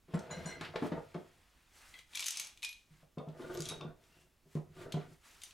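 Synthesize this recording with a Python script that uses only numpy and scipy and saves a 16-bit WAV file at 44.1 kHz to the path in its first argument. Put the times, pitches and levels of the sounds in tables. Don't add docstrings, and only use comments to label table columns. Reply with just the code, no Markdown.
import sys
import numpy as np
from scipy import signal
from scipy.fft import rfft, irfft, next_fast_len
from scipy.io import wavfile
from scipy.ndimage import uniform_filter1d

SR = 44100
rng = np.random.default_rng(int(sys.argv[2]) if len(sys.argv) > 2 else 0)


def decibels_to_gain(level_db):
    exponent = np.asarray(level_db, float) / 20
    return 10 ** exponent


def persist_wave(psi):
    counts = np.round(np.clip(psi, -1, 1) * 32767).astype(np.int16)
    wavfile.write(sys.argv[1], SR, np.atleast_2d(counts).T)


N = 243873


def evened(x):
    return x / np.sqrt(np.mean(x ** 2) + 1e-20)


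def read(points, hz):
    f, value = np.transpose(points)
    return np.interp(np.log(hz + 1), np.log(f + 1), value)


def add(mix, start_s, sound):
    part = mix[round(start_s * SR):][:len(sound)]
    part += sound[:len(part)]


def excite(source, body):
    return evened(signal.oaconvolve(source, body)[:N])


def highpass(x, hz):
    return signal.sosfilt(signal.butter(2, hz, "highpass", fs=SR, output="sos"), x)


def ring(modes, factor=0.86, spread_db=0., rise_s=0.00031, detune=0., waver=0.):
    hz, db, t60_s = np.transpose(modes)[:, :, None]
    t60_s = t60_s * max(factor, .1)
    t = np.arange(round(min(t60_s.max(), .25) * SR)) / SR
    luck = rng.standard_normal((2, len(modes), 1))
    phase = 2 * np.pi * hz * (1 + detune * luck[0]) * t
    alternating = (-1.) ** np.arange(len(modes))[:, None]
    sign = np.sign(luck[0]) if spread_db else alternating
    waves = np.sin(phase) * sign
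    if waver:
        push_s = np.linspace(0, .25, 40)
        pushes = rng.standard_normal((2, len(modes), 40))
        a, b = ([np.interp(t, push_s, row) for row in part] for part in pushes)
        waves = waves + waver * (a * np.sin(phase) + b * np.cos(phase))
    out = (decibels_to_gain(db + spread_db * luck[1] - 60 * t / t60_s) * waves).sum(0)
    out = out * (1 - np.exp(-t / rise_s)) * np.minimum(10 * (1 - t / t[-1]), 1)
    return out / abs(out).max()


def burst(modes, contact_s):
    t = np.arange(2500) / SR
    crush = rng.standard_normal(len(t)) * np.exp(-t / max(contact_s, .0005)) * (1 - np.exp(-t / .0005))
    crush = crush * np.minimum(10 * (1 - t / t[-1]), 1)
    out = np.convolve(crush, ring(modes, rise_s=.0001))
    return out / abs(out).max()


def grit(per_s, uneven_db):
    size = decibels_to_gain(uneven_db * np.minimum(rng.exponential(1, N), 4)) * rng.choice([-1, 1], N)
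    return size * (rng.random(N) < per_s / SR)


def strokes(rows, edges_db_per_s, lean=0.):
    t = np.arange(0, N + 64, 64) / SR
    rise_db_per_s, fall_db_per_s = edges_db_per_s
    power = 0
    for start_s, length_s, db, drift_db, *colour_db in rows:
        held_db = db + drift_db * np.clip((t - start_s) / length_s, 0, 1) + lean * sum(colour_db)
        before_db = np.maximum(rise_db_per_s * (start_s - t), 0)
        after_db = np.maximum(fall_db_per_s * (t - start_s - length_s), 0)
        power = power + decibels_to_gain(held_db - before_db - after_db) ** 2
    return np.interp(np.arange(N) / SR, t, np.sqrt(power))


# (frequency [Hz], likeness [0-1])
NOISE_SAME = [(30, 1), (300, 0.88), (1000, 0.77), (4000, 0.92), (12000, 1)]


def hiss(spectrum, patchy_db, flicker_db):
    frames, hz = N // 256 + 5, np.fft.rfftfreq(1024, 1 / SR)
    a, b, c, d, patches = rng.standard_normal((frames, 513, 5)).T
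    patches = uniform_filter1d(patches, size=12, axis=0)
    patches = evened(uniform_filter1d(patches, size=10, axis=1))
    same = np.clip(read(NOISE_SAME, hz), -1, 1)[:, None]
    left = a + 1j * b
    z = np.array([left, same * left + np.sqrt(1 - same ** 2) * (c + 1j * d)])
    flicker = flicker_db * rng.standard_normal(frames)
    z *= decibels_to_gain(read(spectrum, hz)[:, None] + patchy_db * patches + flicker)
    return evened(signal.istft(z, nperseg=1024, noverlap=768)[1][:, :N])


# (time [s], top thump [dB], rails re thump [dB], small wood re thump [dB], ring factor [1])
FAR_KNOCKS = [(0.082, -55, 1.5, -2, 5), (0.128, -59, -17, 6, 1.5), (0.137, -27.5, -10.5, -10, 1.7),
              (0.302, -46, -6.5, 3.5, 5.4), (0.367, -40, -14, -11, 1.7), (0.453, -37.5, -12.5, -5, 3.4),
              (0.61, -43, 1, -25, 0.25), (0.738, -59, -20, 20, 0.96), (0.756, -48, 11, 17, 0.75),
              (0.822, -43, 16, 8.5, 1.06), (0.843, -43, 7, 4, 1.2), (0.919, -38, 10, 3.5, 0.78),
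              (0.975, -50.5, 7, 14.5, 0.53), (1.146, -36.5, 1.5, -3.5, 1.75)]
NEAR_KNOCKS = [(2.906, -58, -28, -31, 1.9), (3.028, -60, -12, 3.5, 0.51), (3.172, -41, 4, 1, 0.93),
               (3.194, -45.5, -1, 5.5, 2), (3.273, -42, -4, -5, 1.2), (3.392, -58.5, 19, 9, 1.8),
               (3.453, -59.5, 10, -10, 3.7), (3.596, -41, -3, -18, 1.1), (3.71, -47.5, 4.5, 3.5, 1.6),
               (3.807, -52, 6, 8.5, 2.3), (3.849, -41.5, -0.5, -10, 1.1), (4.456, -64.5, 1, -5, 1.8),
               (4.552, -32.5, -2, -13.5, 0.62), (4.566, -41, 3, 0, 1.14), (4.865, -62, 10, -14, 1),
               (4.94, -31.5, -2.5, -9, 0.96), (4.967, -43, 9.5, 3.5, 0.68)]
# (frequency [Hz], level [dB], t60 [s])
FAR_TOP = [(133, -11, 0.17), (166.7, 8.5, 0.08), (201.6, 4.5, 0.094), (234, 0.5, 0.034)]
NEAR_TOP = [(153.2, 12, 0.19), (187, 4.5, 0.008), (212, -14, 0.13)]
FAR_RAILS = [(248.3, -0.5, 0.081), (293.4, -3.5, 0.11), (365.4, -1.5, 0.13), (424.7, -10, 0.17)]
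NEAR_RAILS = [(248.8, 3.5, 0.081), (294, 2.5, 0.079), (361.3, 4, 0.098), (412, -9, 0.27)]
SMALL_WOOD = [(492.6, 3, 0.068), (546.2, 1, 0.085), (614.4, -1, 0.097), (705.4, -4.5, 0.1), (783, -9, 0.08),
              (896.6, -3, 0.06), (993, -7, 0.05), (1080, -9, 0.045), (1170, -8, 0.04), (1290, -11, 0.035),
              (1440, -13, 0.028)]
TICK_DB = [-12, -19.5]
# (frequency [Hz], level [dB], t60 [s])
TICK_BODY = [(1310, 11.5, 0.0017), (2040, -36, 0.00068), (2800, 2.5, 0.00071)]
# (time [s], level [dB])
CLACKS = [(0.302, -39.5), (0.61, -34), (0.756, -34.5), (0.737, -48.5), (0.915, -44), (0.98, -64),
          (1.143, -42)]


def knocks():
    out = np.zeros(N)
    places = ((FAR_KNOCKS, FAR_TOP, FAR_RAILS, TICK_DB[0]), (NEAR_KNOCKS, NEAR_TOP, NEAR_RAILS, TICK_DB[1]))
    for rows, top, rails, tick_db in places:
        for s, db, rails_db, small_db, factor in rows:
            thump = ring(top, min(factor, 1), rise_s=0.00097)
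            rail = ring(rails, factor, 2.3, 0.0016, detune=0.029, waver=0.87)
            small = ring(SMALL_WOOD, 1.6 * factor, 1.85, 0.0024, detune=0.0313, waver=2.5)
            add(out, s, decibels_to_gain(db) * thump)
            add(out, s, decibels_to_gain(db + rails_db) * rail)
            add(out, s, decibels_to_gain(db + small_db) * small)
            add(out, s, decibels_to_gain(db + max(0, rails_db, small_db) + tick_db) * burst(TICK_BODY, contact_s=0.022))
    for s, db in CLACKS:
        add(out, s, decibels_to_gain(db) * burst(TICK_BODY, contact_s=0.016))
    return highpass(out, 45)


# (start [s], length [s], pressure [dB], drift [dB], lightness [dB])
DRAG = [(0.17, 0.12, -56.5, -10, 5.5), (0.3, 0.4, -58.5, -5, 0.5), (0.72, 0.26, -63.5, 11.5, 2),
        (1.0, 0.41, -69.5, -12, -0.5), (2.9, 0.17, -94.5, 12, -9), (3.33, 0.26, -66, 11.5, 3),
        (3.63, 0.072, -66, 11.5, -3), (3.77, .13, -64, 3.5, 0.5), (3.95, 0.322, -76.5, -2.5, -1),
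        (4.58, 0.14, -74, 0.5, -10), (4.78, 0.21, -61, 0.5, 2), (5.0, 0.13, -60, -7, -4.5),
        (5.26, 0.07, -86, -2, 8)]
# (frequency [Hz], level [dB], t60 [s])
SCRAPE = [(1290, -6, 0.05), (1450, -6, 0.05), (1640, -9, 0.04), (1850, -12, 0.04)]
# (frequency [Hz], level [dB], t60 [s])
LEGS = [(70, -9, 0.33), (83.6, 0, 0.068), (108.6, -15, 0.19)]
LEGS_DB = [2, -9]
# (start [s], length [s], level [dB], drift [dB])
SING = [(3.39, 0.038, -63.5, 4), (3.44, 0.03, -58.5, 5), (3.495, 0.12, -53, -5.5), (3.69, 0.042, -55, -1),
        (3.81, 0.067, -67, 6), (4.78, 0.073, -63, 3), (4.99, 0.081, -60.5, -6.5)]
# (frequency [Hz], level [dB], t60 [s])
SING_MODES = [(880, -3, 0.05), (1180, -3, 0.05), (1420, 0, 0.035), (1560, -4, 0.03)]
# (start [s], length [s], level [dB], drift [dB])
HUM = [(3.45, 0.034, -53, 5), (3.5, 0.11, -50.5, 4), (4.79, 0.11, -56.5, -4)]
# (frequency [Hz], level [dB], t60 [s])
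HUM_MODES = [(368, -1, 0.18), (551, -6.5, 0.096)]


def drag():
    edges_db_per_s, moved_s = (410, 580), 2.0
    slips = grit(per_s=700, uneven_db=4.5)
    top = excite(slips, ring(NEAR_TOP, .4))
    rails = excite(slips, ring(NEAR_RAILS, .7))
    small = excite(slips, ring(SMALL_WOOD[:-1] + SCRAPE, .25))
    legs = excite(slips, ring(LEGS, .6))
    top = top + decibels_to_gain(np.where(np.arange(N) < moved_s * SR, *LEGS_DB)) * legs
    sing = strokes(SING, edges_db_per_s) * excite(slips, ring(SING_MODES))
    hum = strokes(HUM, edges_db_per_s) * excite(slips, ring(HUM_MODES))
    out = sing + hum
    for lean, body in ((-1, top), (0, rails), (1, small)):
        out = out + strokes(DRAG, edges_db_per_s, lean) * body
    return out


# (time [s], level [dB], brightness [dB])
LOOSE_CLICKS = [(0.1401, -60.5, 13.5), (0.191, -49.5, 7.5), (0.61, -32.5, -10.5), (0.7587, -29.5, -23),
                (1.939, -43.5, -8), (1.9888, -40, -6.5), (3.182, -45.5, -13), (3.2857, -52.5, -8),
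                (4.038, -57.5, -0.5), (4.5507, -53.5, 2), (4.9215, -32.5, -3.5), (5.4173, -42, -1),
                (5.435, -50.5, 12.5), (5.508, -47, -1)]
SLIDING_CLICKS = [(2.1331, -40.5, -13), (2.1491, -28, -7), (2.1538, -35, 9), (2.172, -27, -3),
                  (2.1933, -28, 2.5), (2.1974, -50, 1), (2.2042, -32.5, 7.5), (2.2244, -27.5, -4),
                  (2.2414, -31, 1.5), (2.2593, -36, 10.5), (2.2648, -31, 8), (2.2722, -35.5, 7.5),
                  (2.2822, -29, 7), (2.3056, -39, 14.5), (2.3223, -42, 12), (2.3712, -37, 12),
                  (2.397, -29.5, 6.5), (2.446, -47, 10), (2.4694, -51.5, 16.5), (2.5735, -45.5, -4),
                  (2.6214, -36, -7), (2.6284, -29.5, -5), (2.6349, -38, 6.5), (2.6469, -26.5, -0.5),
                  (2.6903, -35, -4), (2.7275, -40, -2.5)]
TIGHTENING_CLICKS = [(3.5493, -39.5, 0), (3.5732, -43.5, 9), (3.591, -51, 8), (3.6045, -38.5, 11.5),
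                     (3.621, -38, 9.5), (3.6545, -45.5, 19), (3.688, -38, 9), (3.701, -34.5, -16),
                     (3.8106, -36, -32), (3.3, -60, -6), (3.541, -50, 7), (3.636, -55, 3), (3.675, -52, 0),
                     (3.682, -49, -6), (3.692, -36, 8), (3.697, -35, 2), (3.706, -44, -11)]
CONTACT_S = [0.0045, 0.003, 0.0013]
TOP_MODES_DB = [-11, -8.5, -16]
# (frequency [Hz], level [dB], t60 [s])
JAW = [
    [(1020, -12.5, 0.0076), (2340, 1, 0.005), (3700, 9, 0.0024)],
    [(5300, 8, 0.00065), (6410, -2.5, 0.0032), (7930, -6, 0.0022)],
    [(9480, -7.5, 0.0061), (10920, 7, 0.00091), (14100, -11, 0.0019)],
]
# (time [s], level [dB])
SNAPS = [(1.1427, -56), (3.8099, -41.5), (4.9241, -36.5), (5.4354, -38.5)]
# (frequency [Hz], level [dB], t60 [s])
SNAP_BODY = [(1800, -3, 0.0011), (3600, 0, 0.002), (6240, 0, 0.001), (10400, -7, 0.0008)]


def clamp_clicks():
    out = np.zeros(N)
    stages = (LOOSE_CLICKS, SLIDING_CLICKS, TIGHTENING_CLICKS)
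    for clicks, contact_s, top_db in zip(stages, CONTACT_S, TOP_MODES_DB):
        for s, db, bright_db in clicks:
            for share_db, modes in zip((0, bright_db, bright_db + top_db), JAW):
                add(out, s, decibels_to_gain(db - 4.0 + share_db) * burst(modes, contact_s))
    for s, db in SNAPS:
        add(out, s, decibels_to_gain(db) * burst(SNAP_BODY, contact_s=1 / 800))
    return out


# (start [s], length [s], level [dB], drift [dB])
RATTLE = [(2.17, 0.24, -52, 1.5), (2.63, 0.16, -74.5, 3), (3.52, 0.15, -66.5, 12), (3.66, 0.042, -60, -2)]
RATTLE_MIX_DB = [6, 7, -4]
# (start [s], length [s], level [dB], drift [dB])
SQUEAK = [(4.13, 0.091, -76, -3)]
# (frequency [Hz], level [dB], t60 [s])
SQUEAK_MODE = [(2760, 0, 0.023)]


def clamp_rattle():
    edges_db_per_s = (360, 185)
    chatter = grit(per_s=3000, uneven_db=2.4)
    jaw = 0
    for db, modes in zip(RATTLE_MIX_DB, JAW):
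        jaw = jaw + decibels_to_gain(db) * excite(chatter, ring(modes, 0.64, rise_s=.0001))
    squeak = excite(chatter, ring(SQUEAK_MODE)) * strokes(SQUEAK, edges_db_per_s)
    return squeak + evened(jaw) * strokes(RATTLE, edges_db_per_s)


# (time [s], frequency [Hz], level [dB], t60 [s])
RINGS = [(0.144, 7570, -60, 0.4), (0.144, 9500, -61, 0.074), (1.939, 2037, -49.5, 0.28),
         (1.942, 3310, -52.5, 0.083), (1.962, 3280, -57, 0.3), (2.154, 2376, -39, 0.12),
         (2.195, 2340, -39.5, 0.19), (2.398, 12200, -50, .1), (2.633, 2490, -37, 0.1),
         (2.648, 2450, -45.5, 0.21), (2.648, 3620, -53, 0.16), (2.69, 11300, -54, 0.14),
         (3.184, 3610, -67, 0.25), (3.42, 3700, -57, 0.14), (3.657, 3310, -46, 0.11),
         (3.692, 3760, -42, 0.26), (3.688, 10950, -42, 0.077), (3.689, 9660, -46, 0.086),
         (3.605, 11100, -47, 0.039), (3.655, 7840, -57, 0.044), (3.543, 11800, -52, .03),
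         (3.557, 11900, -56, .03), (3.536, 14300, -54, .04), (3.811, 3600, -49, 0.17),
         (5.436, 3700, -50, 0.21), (5.435, 6080, -52, 0.15), (5.435, 9220, -40.5, 0.03),
         (5.436, 12900, -51, 0.05)]
# (time [s], frequency [Hz], level [dB], t60 [s])
FRAME_RINGS = [(2.32, 918, -61, 0.13), (2.634, 920, -58, 0.13), (2.636, 2455, -45, 0.25),
               (3.808, 1128, -45, 0.071)]


def clamp():
    out = clamp_clicks() + clamp_rattle()
    for s, hz, db, t60_s in RINGS:
        pair = [(hz, 0, t60_s), (hz * 1.03, -4, t60_s * 0.3)]
        add(out, s, decibels_to_gain(db) * ring(pair, rise_s=0.00013, waver=2.5))
    add(out, .5, decibels_to_gain(-48.5) * ring([(2050, 0, 0.34)], rise_s=0.043, waver=0.61))
    out = highpass(out, 1500)
    for s, hz, db, t60_s in FRAME_RINGS:
        add(out, s, decibels_to_gain(db) * ring([(hz, 0, t60_s)], waver=0.33))
    return out


# (time [s], level [dB], time until a hand stops it [s])
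CHIMES = [(.308, -38, 0.17), (0.457, -37.5, 0.1)]
# (frequency [Hz], first strike [dB], second strike [dB], t60 [s])
BAR = [(1598, -3.5, -1.5, 0.8), (2030, -1, -5, 0.32), (5150, -15, -18, 0.26), (2130, -4, -4, 0.96),
       (1480, -8, -12, 0.5), (2913, -9, -11.5, 0.49), (3998, 9.5, -2.5, 0.09), (4137, -3, -3, 0.36),
       (5840, -7, -5.5, 0.49), (7960, -19, -11, 0.42), (6910, 14, 13, 0.073), (8700, -14, -7.5, 0.22),
       (9200, -17, -13, 0.19), (10460, -17, -24, 0.16), (11150, -20, -12, 0.12)]


def bar():
    out = np.zeros(N)
    for k, (s, db, held_s) in enumerate(CHIMES):
        chime = ring(np.array(BAR)[:, [0, 1 + k, 3]], rise_s=.004, waver=.7)
        t = np.arange(len(chime)) / SR
        stop = np.exp(-np.maximum(t - held_s, 0) / 0.0083)
        add(out, s, decibels_to_gain(db) * stop * chime)
    return out


# (start [s], length [s], pressure [dB], drift [dB], fine re coarse [dB])
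RUB = [(0.14, 0.13, -62.5, -2, -12), (0.33, 0.2, -59.5, 2.5, -9.5), (0.6, 0.049, -60, 14, -19.5),
       (0.74, 0.13, -68.5, 13.5, -8.5), (0.96, 0.76, -69.5, -5.5, -5.5), (1.76, 0.23, -64, -0.5, -2),
       (2.14, 0.096, -62, 2.5, -2), (2.26, 0.12, -85, -4, 3), (2.365, 0.096, -67, 6, -20),
       (2.37, 0.37, -59.5, -28, 0.5), (2.92, 0.1, -73, 0, -4.5), (3.3, .11, -73.5, -3, -20),
       (3.41, 0.34, -61.5, -1, -6), (3.72, 0.2, -67, -16, -15), (4.025, 0.2, -75, 2.5, -2.5),
       (4.21, 0.11, -87, -16, 9), (4.52, 0.043, -72, 4, -1), (4.77, 0.056, -65, 8, -7),
       (4.925, 0.1, -63.5, 1.5, -11.5), (5.07, 0.066, -73.5, 4, -2), (5.26, 0.12, -63.5, -3, -1.5),
       (5.425, 0.075, -65.5, -2, 2.5)]
# (frequency [Hz], density [dB per Hz])
COARSE = [(500, -5), (900, 1), (2000, 2.5), (3500, -1.5), (5000, -9), (8000, -39)]
FINE = [(3000, -12.5), (5000, -3.5), (7000, -3.5), (10000, -7.5), (13000, -13), (16000, -18)]
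RUB_EDGES_DB_PER_S = (247, 226)


def rub():
    coarse = strokes(RUB, RUB_EDGES_DB_PER_S) * hiss(COARSE, patchy_db=1.2, flicker_db=1.0)
    fine = strokes(RUB, RUB_EDGES_DB_PER_S, 0.97) * hiss(FINE, patchy_db=1.2, flicker_db=1.5)
    return coarse + fine


# (frequency [Hz], t60 [s])
SHOP = [(100, 0.11), (500, 0.31), (2000, 0.32), (6000, 0.25), (14000, 0.11)]
# (frequency [Hz], likeness [0-1])
ECHO_SAME = [(100, 0.72), (500, 0.46), (2000, 0.72), (6000, 0.82), (14000, 1)]


def shop(x):
    taps = np.zeros((2, SR // 2))
    at = np.arange(120, SR // 2 - 20, 20) + rng.integers(0, 20, (2, (SR // 2 - 121) // 20))
    np.put_along_axis(taps, at, rng.choice([-1., 1.], at.shape), 1)
    hz, t, z = signal.stft(taps, SR, nperseg=256)
    tail = signal.istft(z * decibels_to_gain(-60 * t / read(SHOP, hz)[:, None]), SR, nperseg=256)[1]
    length = tail.shape[1]
    same = np.clip(read(ECHO_SAME, np.fft.rfftfreq(length, 1 / SR)), -1, 1)
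    left, other = rfft(tail)
    pair = irfft(np.array([left, same * left + np.sqrt(1 - same ** 2) * other]), length)
    return signal.fftconvolve(x[None], pair / np.linalg.norm(pair[0]), axes=1)[:, :N]


# (frequency [Hz], density [dB per Hz])
HUSH = [(12, -43), (22, 8), (74, -8), (134, -12.5), (340, -15.5), (420, -21), (2020, -25), (16000, -34)]
# (start [s], length [s], share removed [dB], drift [dB])
DUCKED = [(2.24, 0.2, -1.5, 3)]


def hush():
    kept = 1 - np.minimum(strokes(DUCKED, RUB_EDGES_DB_PER_S), 1)
    return decibels_to_gain(-71.5) * kept * hiss(HUSH, patchy_db=0.97, flicker_db=0.127)


# (frequency [Hz], left over right [dB])
PORTS = [(30, -5), (60, -3.5), (125, -1.5), (300, -0.5), (600, -1), (1200, 0.5), (4000, 0.2), (12000, 0.2)]


def ports(mix):
    gap_s = 3e-6
    size = next_fast_len(N)
    hz = np.fft.rfftfreq(size, 1 / SR)
    lean = decibels_to_gain(read(PORTS, hz) / 2) * np.exp(1j * np.pi * hz * gap_s)
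    return irfft(rfft(mix, size) * [lean, 1 / lean], size)[:, :N]


def scene():
    pan_db, room_db = 0.9, -4.5
    near = knocks() + drag() + clamp() + bar()
    direct = near * decibels_to_gain([[pan_db], [-pan_db]])
    return ports(direct + decibels_to_gain(room_db) * shop(near) + rub() + hush())


def band_limit(x):
    return signal.sosfilt(signal.butter(12, 16410, fs=SR, output="sos"), x)


def record(dry):
    lowpass = signal.firwin(511, 16000, window=("kaiser", 9), fs=SR)
    limited = signal.oaconvolve(dry, lowpass[None], "same")
    return band_limit(limited)


dry = scene()
out = record(dry)
persist_wave(out)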